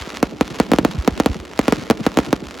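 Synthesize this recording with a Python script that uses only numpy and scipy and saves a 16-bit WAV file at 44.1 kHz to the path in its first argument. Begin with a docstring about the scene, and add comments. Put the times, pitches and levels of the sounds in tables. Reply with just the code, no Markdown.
"""A fireworks barrage at night in the open, heard by a phone some way from the mortars.
From the start, stars crackle densely overhead (short pops and hiss) above a low roll (filtered noise).
A little later the lift charges bang in quick, uneven order: pressure steps with ground mirrors and echoes.
Big shells boom high up, mostly midway, as low pulses; dull thuds come from afar. The crackle outlasts the bangs.
The phone's filters let the lows arrive late, so every bang becomes a short falling chirp."""
import sys
import numpy as np
from scipy import signal
from scipy.fft import rfft, irfft, next_fast_len
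from scipy.io import wavfile

SR = 44100
rng = np.random.default_rng(int(sys.argv[2]) if len(sys.argv) > 2 else 0)


def to_wav(sig):
    """Store sig (one row per channel, or 1-D mono) as 16-bit WAV at the path in sys.argv[1].

    Samples outside -1..1 are clipped; the rate is SR.
    """
    pcm = np.clip(np.atleast_2d(sig), -1, 1) * 32767
    pcm = np.round(pcm).astype(np.int16)
    wavfile.write(sys.argv[1], SR, pcm.T)  # frames by channels


N = 114660
M = next_fast_len(N + SR)  # working length in samples, with a spare second for echoes
HZ = np.arange(M // 2 + 1) * SR / M
S = 2j * np.pi * HZ  # multiplying by exp(-S * lag) delays a sound by lag seconds
APART_DB = -8  # level of the left-right difference in stereo noise


def undb(db):
    """Turn decibels into a gain."""
    return 10 ** (np.asarray(db, float) / 20)


def low(hz):
    """One-pole low-pass response: lets the lows through."""
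    return 1 / (1 + 1j * HZ / hz)


def second(hz, q):
    """High-pass, band-pass and all-pass responses of one resonator."""
    u = 1j * HZ / hz
    d = u * u + u / q + 1
    high_pass = u * u / d
    band_pass = u / q / d
    all_pass = (u * u - u / q + 1) / d
    return high_pass, band_pass, all_pass


def band(lo_hz, hi_hz):
    """Band-pass response that keeps white noise of rms 1 at rms 1."""
    shape = second(lo_hz, 1.0)[0] * low(hi_hz) ** 2
    return shape / np.sqrt(np.mean(np.abs(shape) ** 2))


def peak(shape):
    """Scale a response so that its impulse peaks at 1."""
    return shape / np.abs(irfft(shape, M)).max()


def train(times, gains):
    """Spectrum of clicks, each shared between two neighbouring samples."""
    x = np.zeros(M)
    at = np.clip(np.asarray(times) * SR, 0, M - 2)
    i = at.astype(int)
    np.add.at(x, i, gains * (1 + i - at))
    np.add.at(x, i + 1, gains * (at - i))
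    return rfft(x)


def stereo(size):
    """Noise that is mostly alike left and right."""
    mid, side = rng.standard_normal((2, size))
    return mid + undb(APART_DB) * side * np.array([[1], [-1]])


def bursts(times, db, t60, lo_hz, hi_hz):
    """Band-passed noise that dies away after each time; where bursts overlap, their powers add."""
    t = np.arange(SR // 2) / SR
    power_fall = np.exp(-2 * np.log(1000) * t / t60)
    power = irfft(train(times, undb(2 * db)) * rfft(power_fall, M), M)
    return rfft(stereo(M) * np.sqrt(np.maximum(power, 0))) * band(lo_hz, hi_hz)


BLAST_FALL_S, BLAST_EDGE_HZ, BANG_LOW_HZ = 0.0059, 18000, 205.2  # pressure fall, sharp front, bass loss
BODY_HZ, BODY_DB, FRONT_DB = 556, 2.5, -6.5  # corner of the blast's body, gains well below and well above it
GROUND_HZ = 504  # soft ground dulls the mirrors
SECOND_LAG_S, SECOND_DB = 0.006114, -11  # second, later mirror
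THUMP_DB, THUMP_HZ, THUMP_LAG_S = -30, 60, 0.00067  # deep push of each mortar
# Lift charges, levels before the blast is shaped.
# Columns: t/s, level/dB, lag of the ground mirror [ms], level of the mirror against the bang/dB
LIFT_CHARGES = [(0.2284, 7.6, 3.4, -3), (0.4101, 7.5, 3.51, -3), (0.6, 8.5, 3.68, -1.3),
                (0.717, 7.3, 3.45, -0.5), (0.735, 7.5, 3.5, -5.5), (0.7858, 7.5, 3.06, -5.5),
                (0.849, 8, 3.2, -3), (1.0765, 7.5, 3.68, 2.1), (1.2, 7.5, 3.4, -5), (1.2603, 8.0, 3.4, -4),
                (1.5914, 7.5, 3.24, -4), (1.6813, 7.5, 3.3, -2), (1.7239, 7, 3.87, -1.2),
                (1.9006, 8.5, 3.86, -6), (1.9095, 7.5, 3.5, -8), (2.065, 7, 3.6, -4), (2.1725, 7, 3.2, -9),
                (2.1877, 7, 3.4, -6), (2.3286, 7.5, 3.3, -5)]


def bangs():
    """Each lift charge is a pressure step that falls away, with ground mirrors, a thump and echoes."""
    t, db, lag_ms, ground_db = np.array(LIFT_CHARGES).T
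    direct = sum(undb(d) * np.exp(-S * a) for a, d in zip(t, db))

    first_mirror = train(t + lag_ms / 1000, undb(db + ground_db))
    second_mirror = undb(SECOND_DB) * direct * np.exp(-S * SECOND_LAG_S)
    mirrors = (first_mirror + second_mirror) * low(GROUND_HZ) ** 2

    blast = SR / (S + 1 / BLAST_FALL_S) * low(BLAST_EDGE_HZ)
    blast = blast * second(BANG_LOW_HZ, np.sqrt(.5))[0] ** 2
    body_gain = undb(FRONT_DB) + (undb(BODY_DB) - undb(FRONT_DB)) * low(BODY_HZ)
    near = (direct + mirrors) * blast * body_gain

    thump_shape = peak(second(THUMP_HZ, 1.36)[1] * low(THUMP_HZ) ** 2)
    thump = undb(THUMP_DB) * direct * np.exp(-S * THUMP_LAG_S) * thump_shape
    return near * (1 + field_roll()) + thump + (rasp(t, db) + scatter(t, db) + wall_echo(t, db))


def rasp(t, db):
    """Rough edge of each bang: a very short burst of bright noise."""
    return bursts(t, db - 25.5, 0.011, 980, 8100)


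def scatter(t, db):
    """Near things scatter each bang into a short wash of noise, 3.5 ms late."""
    return bursts(t + 0.0035, db - 28, 0.07, 240, 1260)


def wall_echo(t, db):
    """A far wall sends each bang back 92 ms late, as a blurred, dull echo."""
    wall_hz = 430
    return bursts(t + .092, db - 28, 0.1, 152, wall_hz) * low(wall_hz) ** 2


FIELD_DB, FIELD_T60_S, FIELD_LAG_S, FIELD_HZ = -16.5, 0.65, .02, 447


def field_roll():
    """Long roll over the field: the response of a dulled, dying noise echo."""
    t = np.arange(SR) / SR
    fall = np.exp(-np.log(1000) * t / FIELD_T60_S)
    noise = stereo(SR) * fall / np.sqrt(np.sum(fall ** 2))
    return undb(FIELD_DB) * rfft(noise, M) * np.exp(-S * FIELD_LAG_S) * low(FIELD_HZ) ** 2


# Distant shell bursts. Columns: t/s, level/dB
SHELL_BOOMS = [(0.002, -24), (0.975, -7.5), (1.11, -16.5), (1.288, -10), (1.39, -23.5), (2.455, -28)]


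def booms():
    """Big shells so far off that only a rounded, deep pulse is left."""
    return far_pulses(SHELL_BOOMS, 62.7, 1.6)


# Dull far thuds. Columns: t/s, level/dB
FAR_THUDS = [(0.072, -19), (0.134, -27), (0.458, -30), (0.567, -29), (1.643, -28), (2.417, -29),
             (2.546, -44)]


def thuds():
    """Far thuds: the same kind of rounded pulse as a boom, but higher in pitch."""
    return far_pulses(FAR_THUDS, 290, 1.15)


def far_pulses(table, hz, q):
    """Clicks rung through a broad resonance and dulled, as distance dulls a burst."""
    t, db = np.array(table).T
    return train(t, undb(db)) * peak(second(hz, q)[1] * low(1.7 * hz) ** 3)


CRACK_LOW_HZ, CRACK_HIGH_HZ, CRACK_TOP_HZ = 525, 3240, 7700  # lower corner, two upper corners
CRACK_TAIL_DB, CRACK_T60_S = -15.5, 0.011  # blur after each pop


def crackle():
    """Stars crackle as tiny sharp clicks, bass and top taken off, each with a short blur of noise."""
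    t, db, pan_db = np.concatenate([single_stars(), star_cloud()], axis=1)
    clicks = np.array([train(t, undb(db + pan_db / 2)), train(t, undb(db - pan_db / 2))])
    shape = peak(second(CRACK_LOW_HZ, 0.74)[0] * low(CRACK_HIGH_HZ) * low(CRACK_TOP_HZ) ** 2)
    blur = bursts(t, db + CRACK_TAIL_DB, CRACK_T60_S, CRACK_LOW_HZ, 2 * CRACK_HIGH_HZ)
    return clicks * shape + blur * low(CRACK_TOP_HZ) + sizzle()


CRACK_DB, CRACK_RISE_S = 3, 0.00101  # lift of the single stars; peak of a single star after its start
# Single crackling stars, loud and faint, levels before the lift. Columns: start t/s, level/dB
SINGLE_STARS = [(0.1481, -19.5), (0.2892, -40), (0.2954, -44), (0.3097, -26), (0.3681, -27), (0.4459, -27),
                (0.4524, -21.5), (0.4773, -15.5), (0.5018, -21), (0.5054, -20), (0.5501, -22),
                (0.6335, -24), (0.6649, -25), (0.8854, -27.5), (0.9098, -28), (0.9144, -26),
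                (0.9867, -21.5), (1.0231, -21.5), (1.046, -30), (1.1344, -33), (1.1393, -32), (1.2346, -21),
                (1.3139, -24), (1.3468, -28), (1.3997, -19.5), (1.4511, -21), (1.493, -45), (1.512, -30),
                (1.5339, -21), (1.6292, -27), (1.7843, -24.5), (1.8292, -27), (1.8662, -27), (1.9495, -31),
                (1.9774, -43), (1.9914, -40), (2.0043, -19), (2.0986, -34), (2.1171, -22), (2.2697, -31),
                (2.3625, -20), (2.4039, -25.5), (2.4394, -24), (2.4683, -18.5), (2.5087, -20),
                (2.5134, -29), (2.5416, -22.5), (2.5501, -22.5), (2.5731, -25), (2.5864, -22),
                (2.5954, -17.5)]


def single_stars():
    """Times, levels and left-right tilts of the singly placed pops, which sit in the middle."""
    t, db = np.array(SINGLE_STARS).T
    return np.array([t + CRACK_RISE_S, db + CRACK_DB, 0 * t])


CLOUD_PER_S, CLOUD_SPREAD_DB, CLOUD_PAN_DB = 330, 3, 2  # pops per second, level spread, most left-right tilt
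POP_DB = 12  # about where the faintest pops lie above the cloud level
# Cloud of crackling stars: a base level, joined by straight lines. Columns: t/s, level/dB
STAR_CLOUD = [(0, -35.5), (.17, -38.5), (.2, -44.5), (.3, -43.5), (.35, -48.5), (.44, -44), (.55, -38.5),
              (.66, -40), (.8, -43.5), (.95, -40), (1.05, -42.5), (1.15, -40.5), (1.3, -41), (1.43, -48),
              (1.55, -43), (1.65, -36.5), (1.8, -37.5), (1.95, -46.5), (2.05, -36), (2.12, -42.5),
              (2.23, -35.5), (2.3, -43), (2.42, -45.5), (2.52, -45), (2.6, -46)]


def cloud_level(t):
    """Base level of the star cloud in dB at the given times."""
    return np.interp(t, *np.array(STAR_CLOUD).T)


def star_cloud():
    """Times, levels and tilts of many pops, drawn at random, from about 12 dB above the cloud level upward."""
    count = int(CLOUD_PER_S * N / SR)
    when, size, side = rng.random((count, 3)).T
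    when = when * N / SR
    # the logarithm makes most pops small and a few big
    db = cloud_level(when) - CLOUD_SPREAD_DB * np.log(size + 1e-3) + POP_DB
    return np.array([when, db, CLOUD_PAN_DB * (2 * side - 1)])


def sizzle():
    """Far stars, too dense to tell apart: noise that follows the cloud level, 3 dB below it."""
    swell = undb(cloud_level(np.arange(M) / SR) - 3)
    return rfft(stereo(M) * swell) * band(CRACK_LOW_HZ, 2400)


def rumble():
    """Roll of earlier bursts: two bands of low noise that never stop and swell unevenly."""
    out = 0
    for db, hz, q in (-39, 285, 0.9), (-45.5, 59, 1.5):
        knots = np.arange(0, M, 1500)  # a new random level every 1500 samples
        swell = np.interp(np.arange(M), knots, rng.standard_normal(len(knots)))
        ring = second(hz, q)[1] ** 2
        ring = ring / np.sqrt(np.mean(np.abs(ring) ** 2))
        out = out + undb(db) * rfft(stereo(M) * undb(2.4 * swell)) * ring
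    return out


def scene():
    """All sources added up at the phone."""
    sources = bangs() + booms() + thuds() + crackle() + rumble()
    return irfft(sources, M)[:, :N]


DEEP_SMEAR_HZ, HIGH_SMEAR_HZ, MID_SMEAR_HZ = (58, 71), (415, 336), (339, 325)  # all-pass filters (left, right)
SMEAR_Q, FLIP_HZ, MIC_LOW_HZ = 0.37, 4900, 44.3  # their sharpness; one more, gentler all-pass; bass loss
RIGHT_DB, RIGHT_LEAD_S, RIGHT_FROM_HZ = 0.76, 0.00022, 6665  # the right treble comes early
PORT_DB, PORT_HZ, PORT_Q, PORT_LAG_S = -3, 1458, 12, 0.00021  # resonance at the right port
LIMIT, TOP_HZ = 5.4, 16700  # soft ceiling (1 = full scale); end of the treble


def record(dry):
    """All-pass filters delay the lows, the right port colours, a soft ceiling holds peaks, the top is cut."""
    flip_rate = 2 * np.pi * FLIP_HZ
    smear = (S - flip_rate) / (S + flip_rate) * second(MIC_LOW_HZ, 0.63)[0] ** 2
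    for hz in DEEP_SMEAR_HZ, HIGH_SMEAR_HZ, MID_SMEAR_HZ:
        smear = smear * second(np.array(hz)[:, None], SMEAR_Q)[2]

    lead = np.exp(2j * np.pi * RIGHT_LEAD_S * np.maximum(HZ - RIGHT_FROM_HZ, 0))
    port = undb(PORT_DB) * second(PORT_HZ, PORT_Q)[1] * np.exp(-S * PORT_LAG_S)
    right = undb(RIGHT_DB) * lead * (1 + port)
    sides = np.array([np.ones(len(HZ)), right])

    wet = irfft(rfft(dry, M) * smear * sides, M)[:, :N]
    held = LIMIT * np.tanh(wet / LIMIT)
    cut = signal.ellip(10, .2, 80, TOP_HZ, fs=SR, output="sos")
    return signal.sosfilt(cut, held)


dry = scene()
out = record(dry)
to_wav(out)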